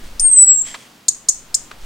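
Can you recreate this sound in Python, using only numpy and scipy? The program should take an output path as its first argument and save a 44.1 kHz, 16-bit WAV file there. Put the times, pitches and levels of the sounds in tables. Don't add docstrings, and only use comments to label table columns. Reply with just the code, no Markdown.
import sys
import numpy as np
from scipy import signal
from scipy.fft import rfft, irfft
from scipy.io import wavfile
from scipy.ndimage import uniform_filter1d, minimum_filter1d

SR = 44100
rng = np.random.default_rng(int(sys.argv[2]) if len(sys.argv) > 2 else 0)


def to_wav(s):
    ch = np.atleast_2d(s).T
    pcm = np.round(np.clip(ch, -1, 1) * 32767)
    wavfile.write(sys.argv[1], SR, pcm.astype(np.int16))


N = 81585
T = np.arange(N) / SR

# (time [s], pitch [Hz])
WHISTLE_PITCH = [(.196, 8300), (.199, 9050), (.208, 8960), (.232, 8620), (.3, 8410), (.35, 8150),
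                 (.4, 7950), (.44, 7885), (.475, 7725), (.53, 7640), (.58, 7550), (.61, 7450), (.62, 7330),
                 (.626, 7100)]
# (time [s], level [dB])
WHISTLE_LEVEL = [(.199, -17), (.218, -16), (.259, -7.8), (.28, -10), (.297, -17), (.303, -11), (.309, -19),
                 (.315, -8.5), (.323, -12), (.335, -6), (.353, -12), (.385, -3.8), (.397, -3.4),
                 (.403, -6.3), (.435, -2.4), (.441, -9), (.446, -6.5), (.452, -17), (.467, -18),
                 (.477, -8.3), (.515, -6), (.55, -17), (.595, -16), (.608, -21), (.618, -14), (.626, -29)]
# (time [s], left minus right [dB])
WHISTLE_LEAN = [(0.2, 5), (0.228, 0), (0.282, 8), (0.324, -4), (0.408, 5), (0.446, -0.5), (0.548, 7.5),
                (0.594, -11), (0.625, 15.5)]
# (time [s], pitch [Hz], level [dB])
KICK_GLIDE = [(.1955, 4700, -27), (.197, 5450, -15), (.199, 5900, -18), (.202, 6700, -20),
              (.207, 6600, -36)]
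# (time [s], pitch [Hz], level [dB])
LINGERING_THREAD = [(.62, 7720, -34), (.645, 7620, -26.5), (.69, 7700, -41), (.72, 7530, -41.5),
                    (.748, 7520, -34.5), (.756, 7400, -69)]
# (start [s], level [dB], reference pitch [Hz], length [s])
CHIRP_EVENTS = [(1.0827, -6.5, 6750, .012), (1.2854, -5, 6950, .0125), (1.5431, -7.5, 6850, .012)]
# (time [share of length], pitch [share of reference], level [dB])
CHIRP_CONTOUR = [(0, .59, -17), (.08, .65, -9), (.24, .83, -5), (.39, 1.11, 0), (.51, .95, -2),
                 (.67, .99, 0), (.87, 1.02, -6), (1, 1, -19)]
# (time [share of length], pitch [share of reference], level [dB])
UPPER_CONTOUR = [(.3, 1.14, -24), (.6, 1.21, -9), (.85, 1.26, -11), (1.1, 1.27, -22)]
# (frequency [Hz], level [dB])
RASP_SPECTRUM = [(300, -22), (2800, -28), (4300, -8), (6600, 0.5), (8700, 2.5), (10300, -23), (13000, -8),
                 (16000, -28)]
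# (left delay [s], right delay [s], level [dB])
WALL_REFLECTIONS = [(.0012, 0.00094, -13.5), (.0021, 0.0022, -6), (.0034, 0.0022, -26), (.0046, .0052, -9)]
# (frequency [Hz], level [dB])
SCATTER_SPECTRUM = [(2500, -47), (4200, -15.5), (5500, -6), (6900, 0.5), (8700, -2.5), (9600, -27),
                    (13000, -36.5)]
# (start [s], level [dB], centre resonance [Hz])
TAP_EVENTS = [(0.7429, -29.5, 2000), (0.746, -24, 1200), (0.75, -26.5, 1080), (0.7573, -35.5, 953.6),
              (1.7105, -38, 1200), (1.714, -27.5, 1280)]
# (start [s], rise [s], decay constant [s], level [dB])
RUSTLE_EVENTS = [(.03, 0.015, 0.05, -45.5), (0.643, 0.034, 0.071, -34), (.77, 0.041, .08, -52),
                 (1.79, 0.045, .06, -46.5)]
# (frequency [Hz], level [dB])
RUSTLE_SPECTRUM = [(200, -29.5), (600, -7), (1400, -8.5), (2000, 2.5), (2850, -3), (3250, 3.5),
                   (3700, -5.5), (5500, -3.5), (9200, -6), (11000, -20.5), (16000, -29)]
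# (frequency [Hz], density [dB per Hz])
AIR_SPECTRUM = [(60, -14.5), (100, -3), (170, -2.5), (245, -1.5), (400, -8), (1000, -8.5), (2050, -12.5),
                (3000, -12.5), (4600, -15.5), (7000, -18.5), (10000, -23.5), (13000, -25), (16000, -23.5)]
# (time [s], level [dB])
AIR_LEVEL = [(0, -43), (.6, -45.5), (.85, -46), (1.05, -49), (1.25, -49), (1.5, -46.5), (1.85, -45)]
# (frequency [Hz], likeness [0-1])
NOISE_LIKENESS = [(30, 1), (150, 1), (350, .9), (700, .7), (2500, 0.5), (8000, 0.95), (15000, .7)]
# (time [s], level [dB])
RUMBLE_LEVEL = [(0, -40), (.1, -31), (.17, -34.5), (.22, -21), (.28, -41), (.5, -47), (.7, -41), (.8, -69),
                (1.03, -77), (1.15, -54), (1.5, -45), (1.72, -45.5), (1.84, -34)]
# (frequency [Hz], level [dB])
RUMBLE_SPECTRUM = [(5, 1), (28, -7), (55, -16), (90, -23), (200, -53.5), (800, -94)]

WAVER_HZ, WAVER_RATE_HZ = 22.04, 190
WHISTLE_OCTAVE_DB, WHISTLE_FLUTTER_DB = -36, .2
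WHISTLE_START_S, WHISTLE_END_S, WHISTLE_EDGE_S = .196, .6255, 0.0005
WHISTLE_LEAD_RAD = 0.12
WHISTLE_NOOK_DB, WHISTLE_GARDEN_DB = -20, -15
CHIRP_DB, CHIRP_PAN_DB = 1.5, 1.5
CHIRP_OCTAVE_DB = 6.5
CHIRP_ROUGH_HZ, CHIRP_FLUTTER_DB = 250, 3.5
BEAK_HZ, BEAK_ORDER = 8924, 14
RASP_DB, SCATTER_DB = -12.5, -18
NOOK_DB, NOOK_T60_S = -9, 0.079
GARDEN_DB, GARDEN_T60_S = -14.5, .32
TAP_DECAY_S, TAP_WIDTH_HZ = .003, 350
TAP_CRACK_DB, TAP_CRACK_LOW_HZ, TAP_CRACK_HIGH_HZ = -2, 790, 4400
LIMIT_PEAK = 1.07
CUT_HZ = 15900


def amp(db):
    return 10 ** (np.asarray(db) / 20)


def unit(x):
    return x / np.sqrt(np.mean(x ** 2) + 1e-20)


def curve(points, at, column=1):
    rows = np.array(points)
    return np.interp(at, rows[:, 0], rows[:, column])


def gate(start, end, edge):
    return np.clip(np.minimum(T - start, end - T) / edge, 0, 1)


def pan(db):
    difference = np.atleast_1d(db)
    return amp(np.array([difference, -difference]) / 2)


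def over_hz(points):
    hz, value = np.transpose(points)
    bins = np.fft.rfftfreq(N, 1 / SR)
    return np.interp(np.log(bins + 1), np.log(hz + 1), value)


def noise(spectrum):
    mid, side = rfft(rng.standard_normal((2, N)))
    likeness = np.clip(over_hz(NOISE_LIKENESS), 0, 1)
    mid = mid * np.sqrt(1 + likeness)
    side = side * np.sqrt(1 - likeness)
    stereo = np.array([mid + side, mid - side])
    return unit(irfft(stereo * amp(over_hz(spectrum)), N))


def wander(rate_hz):
    bins = np.fft.rfftfreq(N, 1 / SR)
    spectrum = rfft(rng.standard_normal(N)) / (1 + (bins / rate_hz) ** 4)
    return unit(irfft(spectrum, N))


def phase(hz):
    return 2 * np.pi * np.cumsum(hz) / SR


def tail(x, t60, gap_s):
    t = T[:SR // 2]
    ring = rng.standard_normal((2, len(t))) * amp(-60 * t / t60)
    ring = ring * (t > gap_s)
    ring = ring / np.linalg.norm(ring[0])
    return signal.fftconvolve(np.atleast_2d(x), ring, axes=1)[:, :N]


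def glide(points, rough_hz):
    hz = curve(points, T) + rough_hz * wander(WAVER_RATE_HZ)
    level = amp(curve(points, T, column=2)) * gate(points[0][0], points[-1][0], .001)
    return np.sqrt(2) * np.sin(phase(hz)) * level


def whistle():
    hz = curve(WHISTLE_PITCH, T) + WAVER_HZ * wander(WAVER_RATE_HZ)
    turn = phase(hz) + np.array([[WHISTLE_LEAD_RAD], [0]])
    tone = np.sqrt(2) * (np.sin(turn) + amp(WHISTLE_OCTAVE_DB) * np.sin(2 * turn))
    level = amp(curve(WHISTLE_LEVEL, T) + WHISTLE_FLUTTER_DB * wander(rate_hz=410))
    tone = tone * level * gate(WHISTLE_START_S, WHISTLE_END_S, WHISTLE_EDGE_S)
    nook = amp(WHISTLE_NOOK_DB) * tail(tone, NOOK_T60_S, 0.0011)
    garden = amp(WHISTLE_GARDEN_DB) * tail(tone, GARDEN_T60_S, 0.035)
    return tone * pan(curve(WHISTLE_LEAN, T)) + nook + garden + glide(LINGERING_THREAD, rough_hz=35)


def chirp_voice(contour, start, db, pitch_hz, length):
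    share = (T - start) / length
    hz = pitch_hz * curve(contour, share) + CHIRP_ROUGH_HZ * wander(rate_hz=630)
    turn = phase(hz)
    beak = 1 / np.sqrt(1 + abs(2 * hz / BEAK_HZ) ** (2 * BEAK_ORDER))
    octave = amp(CHIRP_OCTAVE_DB) * beak
    level = amp(db + curve(contour, share, column=2) + CHIRP_FLUTTER_DB * wander(rate_hz=680))
    level = level * gate(start + contour[0][0] * length, start + contour[-1][0] * length, 0.0004)
    return level * (np.sin(turn) + octave * np.sin(2 * turn))


def thrown_back(voice):
    power = abs(uniform_filter1d(voice ** 2, size=60))
    dry = voice + amp(RASP_DB) * np.sqrt(power) * noise(RASP_SPECTRUM)[0]
    near = dry
    for left_s, right_s, db in WALL_REFLECTIONS:
        delayed = [np.roll(dry, round(delay * SR)) for delay in (left_s, right_s)]
        near = near + amp(db) * np.array(delayed)
    keep = amp(-120 / (GARDEN_T60_S * SR))
    scattered_power = signal.lfilter([1 - keep], [1, -keep], power)
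    scatter = np.sqrt(scattered_power) * noise(SCATTER_SPECTRUM)
    nook = amp(NOOK_DB) * tail(dry, NOOK_T60_S, 0.0015)
    garden = amp(GARDEN_DB) * tail(dry, GARDEN_T60_S, 0.0093)
    return near + nook + garden + amp(SCATTER_DB) * scatter


def chirps():
    calls = [glide(KICK_GLIDE, CHIRP_ROUGH_HZ)]
    for event in CHIRP_EVENTS:
        voices = chirp_voice(CHIRP_CONTOUR, *event) + chirp_voice(UPPER_CONTOUR, *event)
        calls.append(amp(CHIRP_DB) * voices)
    return pan(CHIRP_PAN_DB) * sum(thrown_back(call) for call in calls)


def taps():
    out = np.zeros(N)
    crack_band = signal.butter(2, (TAP_CRACK_LOW_HZ, TAP_CRACK_HIGH_HZ), "band", fs=SR, output="sos")
    for start, db, hz in TAP_EVENTS:
        age = np.maximum(T - start, 0)
        body = np.sqrt(2) * np.sin(phase(hz + TAP_WIDTH_HZ * wander(rate_hz=400)))
        crack = unit(signal.sosfilt(crack_band, rng.standard_normal(N)))
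        level = amp(db) * np.minimum(age / 0.00028, 1) * np.exp(-age / TAP_DECAY_S)
        out += level * (body + amp(TAP_CRACK_DB) * crack)
    out = signal.sosfilt(signal.butter(2, 450, "high", fs=SR, output="sos"), out)
    return out + amp(-7) * tail(out, NOOK_T60_S, 0.0012)


def rustle():
    level = np.zeros(N)
    for start, rise, decay, db in RUSTLE_EVENTS:
        swell = np.clip((T - start) / rise, 0, 1)
        fade = np.exp(-np.maximum(T - start - rise, 0) / decay)
        level += amp(db) * swell * fade
    return noise(RUSTLE_SPECTRUM) * level * amp(1.8 * wander(rate_hz=130))


def air():
    high_pass = signal.butter(2, 90, "high", fs=SR, output="sos")
    wash = signal.sosfilt(high_pass, noise(AIR_SPECTRUM))
    return unit(wash) * amp(curve(AIR_LEVEL, T))


def rumble():
    return noise(RUMBLE_SPECTRUM) * amp(curve(RUMBLE_LEVEL, T))


def scene():
    return whistle() + chirps() + taps() + rustle() + air() + rumble()


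def record(dry):
    needed_gain = np.minimum(1, LIMIT_PEAK / (abs(dry) + 1e-9))
    held_gain = minimum_filter1d(needed_gain, size=45, axis=1)
    gain = uniform_filter1d(held_gain, size=45, axis=1)
    clipped = np.clip(dry * gain, -1, 1)
    low_pass = signal.firwin(511, CUT_HZ, window=("kaiser", 9), fs=SR)
    return signal.oaconvolve(clipped, low_pass[None], "same")


dry = scene()
out = record(dry)
to_wav(out)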